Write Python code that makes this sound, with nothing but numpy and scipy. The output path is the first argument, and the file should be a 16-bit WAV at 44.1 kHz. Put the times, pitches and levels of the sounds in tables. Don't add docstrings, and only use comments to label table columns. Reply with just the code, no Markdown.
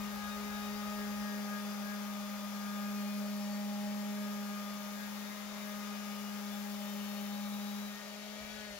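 import sys
import numpy as np
from scipy import signal
from scipy.fft import rfft, irfft, next_fast_len
from scipy.io import wavfile
from scipy.ndimage import uniform_filter1d

SR = 44100
rng = np.random.default_rng(int(sys.argv[2]) if len(sys.argv) > 2 else 0)


def inscribe(sig):
    pcm = np.round(np.clip(np.atleast_2d(sig).T, -1, 1) * 32767)
    wavfile.write(sys.argv[1], SR, pcm.astype(np.int16))


N = 387626
TIME = np.arange(N) / SR
PORT_S_PER_M = 0.00041


def undb(db):
    return 10 ** (np.asarray(db) / 20)


def unit(x):
    return x / np.sqrt(np.mean(x ** 2))


def curves(table):
    seconds, *columns = np.transpose(table)
    return [np.interp(TIME, seconds, column) for column in columns]


def ramp(start, length):
    return np.clip((TIME - start) / length, 0, 1)


def walk(rate):
    steps = signal.resample_poly(rng.standard_normal(1024), 8, 1)
    return np.interp(TIME * rate * 8, np.arange(len(steps)), steps)


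def shaped(x, gain):
    size = next_fast_len(N + 8192)
    hz = np.maximum(np.arange(size // 2 + 1) * SR / size, 1)
    return irfft(rfft(x, size) * gain(hz), size)[..., :N]


def spectrum_db(f, spectrum):
    hz, db = np.transpose(spectrum)
    return np.interp(np.log(f), np.log(hz), db)


def colour(x, spectrum):
    return unit(shaped(x, lambda f: undb(spectrum_db(f, spectrum))))


def ring(x, modes):
    def gain(f):
        return sum(undb(db) / (1 + 1j * (f * f - hz * hz) / (f * width)) for hz, width, db in modes)
    return unit(shaped(x, gain))


def noise_pair(likeness):
    c = np.clip(likeness, 0, 1)
    mid, side = rng.standard_normal((2, N))
    return np.sqrt((1 + c) / 2) * mid + np.sqrt((1 - c) / 2) * np.array([side, -side])


def pan(db):
    return undb(np.array([[.5], [-.5]]) * db)


def tone(phase, lead):
    return np.sqrt(2) * np.sin(phase + np.array([[.5], [-.5]]) * lead)


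# (time [s], speed [turns/s])
SHAFT_SPEED = [(0, 205.5), (.2, 206.2), (.72, 207.3), (.87, 207.3), (1.03, 206.2), (1.25, 206.4),
               (1.83, 205.4), (2.45, 204.5), (2.9, 205.1), (3.45, 204.9), (3.82, 205.4), (4.15, 206.2),
               (4.6, 204.6), (5.1, 205.7), (5.35, 206.9), (6.15, 205.8), (6.95, 204.6), (7.4, 205),
               (7.82, 205.4), (8.2, 207.7), (8.55, 211.8), (8.65, 210.5), (8.79, 199.4)]


def shaft(waver=0.00093):
    speed = curves(SHAFT_SPEED)[0]
    turn = 2 * np.pi * np.cumsum(speed * (1 + waver * walk(20))) / SR
    return speed, turn


# (time [s], right of the microphone [m], above the starting height [m])
STROKES = [(0, .096, 0.0021), (.5, 0.093, 0.017), (1.2, 0.076, 0.043), (2.3, 0.088, 0.056),
           (3.2, -0.014, 0.079), (3.75, -0.062, 0.088), (4.2, -.032, 0.053), (4.8, .1, 0.054),
           (5.45, .158, -0.0087), (6, 0.072, -0.0052), (7, -.1, 0.028), (8, -.22, 0.035), (8.79, -.23, .04)]


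def pad_place():
    return uniform_filter1d(np.array(curves(STROKES)), size=SR // 8, mode="nearest")


def rocking(loudest_at, spin_hz=3.25, strokes_s=2.05, settle_s=0.61, rock_share=0.1):
    depth = 1 - (1 - rock_share) * ramp(strokes_s, settle_s)
    return depth * np.cos(2 * np.pi * (spin_hz * TIME - loudest_at))


# (time [s], level before trim [dB], left minus right [dB])
HUM_LEVELS = [(0.0, -42, 4), (0.19, -44.5, 3.5), (1.25, -41, 1.5), (2.47, -43.5, 2.0), (2.91, -40, 1.0),
              (4.21, -40, 0.0), (4.84, -45.5, 1.5), (5.21, -45, 4.0), (5.36, -48, 4.5), (5.85, -44.5, 3.5),
              (6.19, -44.5, 4.5), (7.69, -41.5, 3), (7.86, -44, 2.5), (8.01, -52, 2.0), (8.22, -50, 3),
              (8.64, -52, 4.5), (8.72, -52, 0.5), (8.79, -61, -2.0)]


def hum(turn, trim_db=1.24, lead=.95, waver_db=0.44):
    db, pan_db = curves(HUM_LEVELS)
    return tone(turn, lead) * pan(pan_db) * undb(db + trim_db + waver_db * walk(22))


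# (multiple of shaft speed, right [m], up [m], radius [m], level before trim [dB])
SINGING_SPOTS = [(2, 0.068, 0.028, 0.031, -57), (2, -0.009, 0.05, 0.027, -59),
                 (2, -0.11, 0.043, 0.063, -65), (3, .079, 0.042, .024, -57), (3, -0.054, 0.097, 0.068, -53),
                 (3, 0.12, -0.034, 0.044, -56.5), (4, .076, 0.026, .019, -55),
                 (4, -0.072, 0.073, 0.027, -54), (4, 0.025, .065, .025, -61), (4, -0.15, 0.045, 0.04, -56),
                 (4, -0.056, 0.0065, 0.047, -59.5), (5, -.18, .046, 0.021, -64.5),
                 (5, .15, -.005, 0.022, -65), (6, 0.04, 0.085, 0.02, -49.5), (6, 0.025, 0.037, 0.046, -55),
                 (6, 0.081, 0.023, 0.03, -52.5), (7, 0.078, 0.058, 0.073, -66), (7, .04, 0.076, .012, -60),
                 (8, -0.013, 0.041, 0.022, -57), (8, 0.0356, .065, 0.019, -57),
                 (8, 0.11, -0.0085, 0.071, -63.5), (14, .09, 0.0045, .03, -69),
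                 (9, 0.0687, 0.035, .014, -57.5), (9, -0.097, 0.089, 0.071, -62.5),
                 (9, 0.13, .014, .034, -64.5), (10, 0.081, .015, .03, -65), (10, 0.14, -0.022, 0.032, -63),
                 (12, 0.0097, 0.089, 0.025, -61.5), (12, 0.077, 0.014, 0.025, -63),
                 (13, -0.087, .03, .035, -65.5), (14, 0.034, -0.02, 0.027, -62.5),
                 (14, -.1, .03, 0.025, -67), (15, -0.1, .03, 0.041, -63), (16, 0.12, .033, .031, -78),
                 (17, 0.076, 0.089, 0.033, -62), (17, 0.014, -0.00031, 0.058, -66),
                 (18, 0.104, 0.026, .013, -58.5), (18, 0.13, -0.0077, 0.057, -65.5),
                 (18, -0.13, 0.0023, 0.057, -61), (19, -.04, 0.063, 0.056, -73),
                 (19, -0.19, 0.045, 0.043, -60.5), (21, 0.0065, 0.083, 0.019, -64),
                 (21, -0.1237, .034, 0.022, -66), (22, .08, .03, 0.018, -68),
                 (22, -0.037, 0.089, 0.015, -61.5), (24, 0.064, 0.029, 0.025, -62.5),
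                 (25, -0.025, .08, 0.1, -68), (28, .08, 0.016, 0.032, -69), (29, 0.074, .07, 0.044, -70),
                 (36, -.04, 0.0067, 0.059, -69), (48, .09, 0.014, .025, -74)]
# (multiple of shaft speed, right [m], up [m], radius [m], change of level [dB])
FADING_NODES = [(2, 0.093, 0.062, 0.013, -8.5), (2, 0.062, 0.071, 0.021, -10),
                (2, -0.153, .039, 0.017, -12), (2, 0.122, 0.0201, 0.0075, -8), (3, .098, 0.014, 0.015, -7),
                (4, .15, -.008, .02, -7), (6, .1, 0.072, 0.0078, -4), (6, 0.16, -.003, 0.013, 0)]


def overtone_db(order, rest_db, place):
    def nearness(right, up, radius):
        return np.exp(-((place[0] - right) ** 2 + (place[1] - up) ** 2) / radius ** 2)

    power = undb(rest_db) ** 2
    for multiple, *where, db in SINGING_SPOTS:
        if multiple == order:
            power = power + undb(db) ** 2 * nearness(*where)
    level_db = 10 * np.log10(power)
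    for multiple, *where, db in FADING_NODES:
        if multiple == order:
            level_db = level_db + db * nearness(*where)
    return level_db


# (multiple of shaft speed, resting level [dB], level with the pad eased off [dB], swing with the spin [dB],
#  share of a spin at which the swing peaks, left minus right [dB], left leads by [rad])
DOOR_OVERTONES = [(2, -64.5, -63.5, 2, 0.32, 3.5, -0.48), (3, -67, -57.5, 1, 0.026, 5, 0.13),
                  (4, -66.5, -68, 0.8, 0.8, 9, .95), (6, -63, -67, 2, 0.97, 5.5, 0.41),
                  (8, -69, -72, -2.5, .12, 11.5, -1.73), (9, -72.5, -65, 2.3, .2, 8.5, .4)]


def door_overtones(turn, place, lift, waver_db=0.99, wander_db=1.6, slip_rad=0.094, trim_db=-0.1):
    out = 0
    port_lag = np.gradient(turn) * SR * PORT_S_PER_M * place[0]
    for order, rest_db, free_db, swing_db, peak_at, pan_db, lead in DOOR_OVERTONES:
        pressed_db = overtone_db(order, rest_db, place) + swing_db * rocking(peak_at)
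        db = (1 - lift) * pressed_db + lift * free_db + trim_db
        db = db + waver_db * walk(28) + wander_db * walk(7)
        phase = order * turn + rng.uniform(0, 2 * np.pi) + slip_rad * walk(45)
        voice = tone(phase, lead - order * port_lag) * pan(pan_db)
        out = out + voice * with_squeals(order, db)
    return out


# (multiple of shaft speed, resting level [dB], level with the pad eased off [dB])
HOUSING_BUZZ = [(5, -78.5, -81), (7, -77, -69.5), (10, -72, -72), (11, -69.5, -69), (12, -71.5, -73),
                (13, -80.5, -76), (14, -72.5, -70), (15, -72, -70), (16, -73, -72), (17, -70, -78),
                (18, -74.5, -69), (19, -78, -78), (20, -81, -76), (21, -73, -70), (22, -76, -72),
                (23, -78, -77), (24, -69.5, -72), (25, -84, -75), (27, -84, -77), (28, -81, -75),
                (29, -76, -80), (36, -80, -81), (48, -76, -78), (58, -87, -86), (72, -84, -80)]


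def buzz(turn, place, lift, waver_db=2.6, swing_db=1.5, slip_rad=0.31, slip_rad_per_order=0.0056,
         lead=1.32, pan_db=9.5, trim_db=-0.48):
    out = 0
    for order, rest_db, free_db in HOUSING_BUZZ:
        db = (1 - lift) * overtone_db(order, rest_db, place) + lift * free_db + trim_db
        flutter_db = waver_db * walk(32) + swing_db * rocking(rng.random())
        slip = (slip_rad + slip_rad_per_order * order) * walk(55)
        phase = order * turn + rng.uniform(0, 2 * np.pi) + slip
        voice = tone(phase, lead + 0.55 * walk(1))
        out = out + voice * with_squeals(order, db) * undb(flutter_db)
    return out * pan(pan_db)


# (frequency [Hz], width [Hz], relative level [dB])
PANEL_RESONANCES = [(244, 120, -3.5), (580, 25, -19.5), (589.6, 34, 13), (657, 46, 1.5), (812, 25, 7.5),
                    (873, 150, 5), (1120, 29, -1), (1190, 86, 4.5), (1420, 230, -10.5)]
# (frequency [Hz], relative density [dB per Hz])
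RUB_SPECTRUM = [(30, -40), (100, -12.5), (170, -1), (330, -6.5), (440, -21), (650, -2), (1300, 4.5),
                (1800, -6), (3000, -11), (8000, -44)]


def rubbing(turn, throb=0.13, flicker_db=0.57, ring_db=3.0, broad_db=1.5, pan_db=6):
    drag = 1 + throb * np.cos(turn)
    ring_drive = noise_pair(0.48) * drag * undb(flicker_db * walk(35))
    rings = ring(ring_drive, PANEL_RESONANCES) * undb(ring_db) * pan(pan_db)
    broad_drive = noise_pair(0.53) * drag * undb(flicker_db * walk(45))
    broad = colour(broad_drive, RUB_SPECTRUM) * undb(broad_db) * pan(2.8)
    return rings + broad


def rub_level_db(lift, pressed_db=-56.5, lift_db=-5, fresh_db=3.5, smoothing_s=3.1):
    return pressed_db - fresh_db * (1 - np.exp(-TIME / smoothing_s)) + lift_db * lift


# (frequency [Hz], left minus right [dB])
PORT_SHADE = [(500, 1.5), (2500, 6.5), (5500, 8), (7200, 8.5), (8400, 2.5), (11500, 2.5), (14500, 7)]


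def shaded(pair):
    return shaped(pair, lambda f: pan(spectrum_db(f, PORT_SHADE)))


# (frequency [Hz], relative density [dB per Hz])
AIR_SPECTRUM = [(100, -5), (400, -0.5), (700, 3), (1500, -1.5), (2300, 3.5), (3000, 0), (4500, -1),
                (5900, 0.5), (7300, -2), (7800, -8.5), (8800, -9), (11500, -7.5), (13000, -11),
                (16000, -24)]


def motor_air(turn, lift, throb=0.023, pressed_db=-52.5, lift_db=-1):
    air = colour(noise_pair(0.057) * (1 + throb * np.cos(turn)), AIR_SPECTRUM)
    return shaded(air) * undb(pressed_db + lift_db * lift)


# (frequency [Hz], relative density [dB per Hz])
GRIT_SPECTRUM = [(2000, -31), (7000, -19), (8500, -15), (10000, -7), (11900, -2), (13800, -3.5),
                 (15700, -2.5)]
# (time [s], level before trim [dB])
PAPER_BITE = [(0, -57), (.2, -58), (.9, -56.5), (2.5, -57.5), (3, -56), (3.8, -58.2), (5.05, -57),
              (5.38, -58.5), (5.52, -62), (5.68, -56.5), (5.88, -59.5), (6.25, -58), (6.9, -56), (7.8, -57),
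              (8.1, -64), (8.6, -65), (8.79, -69)]


def grit(flicker_db=0.5, trim_db=4.0):
    hiss = colour(noise_pair(0) * undb(flicker_db * walk(60)), GRIT_SPECTRUM)
    return shaded(hiss) * undb(trim_db + curves(PAPER_BITE)[0])


# (frequency [Hz], relative density [dB per Hz])
RUMBLE_SPECTRUM = [(15, -36), (30, -9), (41, -15), (50, -8), (62, 0), (85, -12), (130, -10), (250, -27),
                   (600, -33)]
# (start [s], end [s], level added to the faint floor [dB])
RUMBLE_SPELLS = [(-.1, 1.254, -61.5), (8.38, 8.9, -62.5)]


def rumble(quiet_db=-81, edge_s=.04):
    gain = undb(quiet_db)
    for start, end, db in RUMBLE_SPELLS:
        gain = gain + undb(db) * np.clip(np.minimum(TIME - start, end - TIME) / edge_s, 0, 1)
    return colour(noise_pair(0.9), RUMBLE_SPECTRUM) * gain


# (delay [s], change of delay per metre of stroke [s/m], level [dB])
SURFACE_ECHOES = [(.0021, 0.0038, -26), (.0047, -0.0097, -27.5), (.0071, .0035, -15), (0.012, -.0022, -18),
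                  (0.0202, 0.021, -12)]


def workshop(pair, right):
    out = []
    for x, side in zip(pair, (1, -1)):
        y = delayed(x, side * PORT_S_PER_M * right / 2)
        for delay, slope, db in SURFACE_ECHOES:
            path_s = 0.000294 * rng.uniform(-0.976, 1)
            y = y + undb(db) * delayed(x, delay + slope * right + path_s)
        out.append(y)
    return np.array(out)


def delayed(x, seconds):
    return np.interp(TIME - seconds, np.arange(2 * N) / (2 * SR), signal.resample_poly(x, 2, 1))


# (time [s], multiple of shaft speed, level before pan and flutter [dB], half length [s])
PAPER_SQUEALS = [(.28, 8, -54.5, .06), (.56, 8, -54, .06), (1.024, 8, -55, .05), (1.289, 8, -53, 0.061),
                 (1.547, 8, -50.5, 0.047), (1.9, 8, -51.5, 0.045), (5.02, 8, -55, 0.043),
                 (7.97, 7, -64, 0.058), (7.97, 9, -57, 0.053), (8.448, 11, -64, 0.11), (8.48, 16, -67, .1),
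                 (8.62, 7, -64, .09), (8.68, 9, -62, .08), (8.6, 8, -62, 0.087), (8.72, 10, -60, 0.063)]


def with_squeals(order, db):
    power = undb(db) ** 2
    for s, multiple, squeal_db, half_length in PAPER_SQUEALS:
        if multiple == order:
            power = power + undb(squeal_db) ** 2 * np.exp(-((TIME - s) / half_length) ** 2)
    return np.sqrt(power)


# (time [s], level [dB])
SKIM_LEVELS = [(0, -94), (7.2, -78), (7.7, -64), (8.2, -57.5), (8.4, -54), (8.79, -56.5)]
# (frequency [Hz], relative density [dB per Hz])
SKIM_SPECTRUM = [(300, -26), (480, 2), (600, 14), (750, 4), (1100, -32), (1500, -1), (2300, 3), (2900, -1),
                 (4000, 3), (7000, -40)]


def skim(turn, throb=0.29, pan_db=5):
    brush = colour(noise_pair(0.38) * (1 + throb * np.cos(turn)), SKIM_SPECTRUM)
    return brush * undb(curves(SKIM_LEVELS)[0]) * pan(pan_db)


def scene(free_db_per_hz=0.42, hiss_db_per_m=-9.5):
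    speed, turn = shaft()
    place = pad_place()
    lift = ramp(7.86, 0.37)
    free_db = free_db_per_hz * np.abs(speed - np.median(speed))
    tones = hum(turn) + door_overtones(turn, place, lift) + buzz(turn, place, lift) * undb(free_db)
    rush = rubbing(turn) * undb(rub_level_db(lift)) + motor_air(turn, lift) + skim(turn)
    hiss = workshop(rush, place[0]) + grit()
    height_db = hiss_db_per_m * (place[1] - np.mean(place[1]))
    return tones + hiss * undb(height_db) + rumble()


def record(dry, top_hz=15750):
    return signal.sosfilt(signal.ellip(12, .1, 80, top_hz, fs=SR, output="sos"), dry)


dry = scene()
out = record(dry)
inscribe(out)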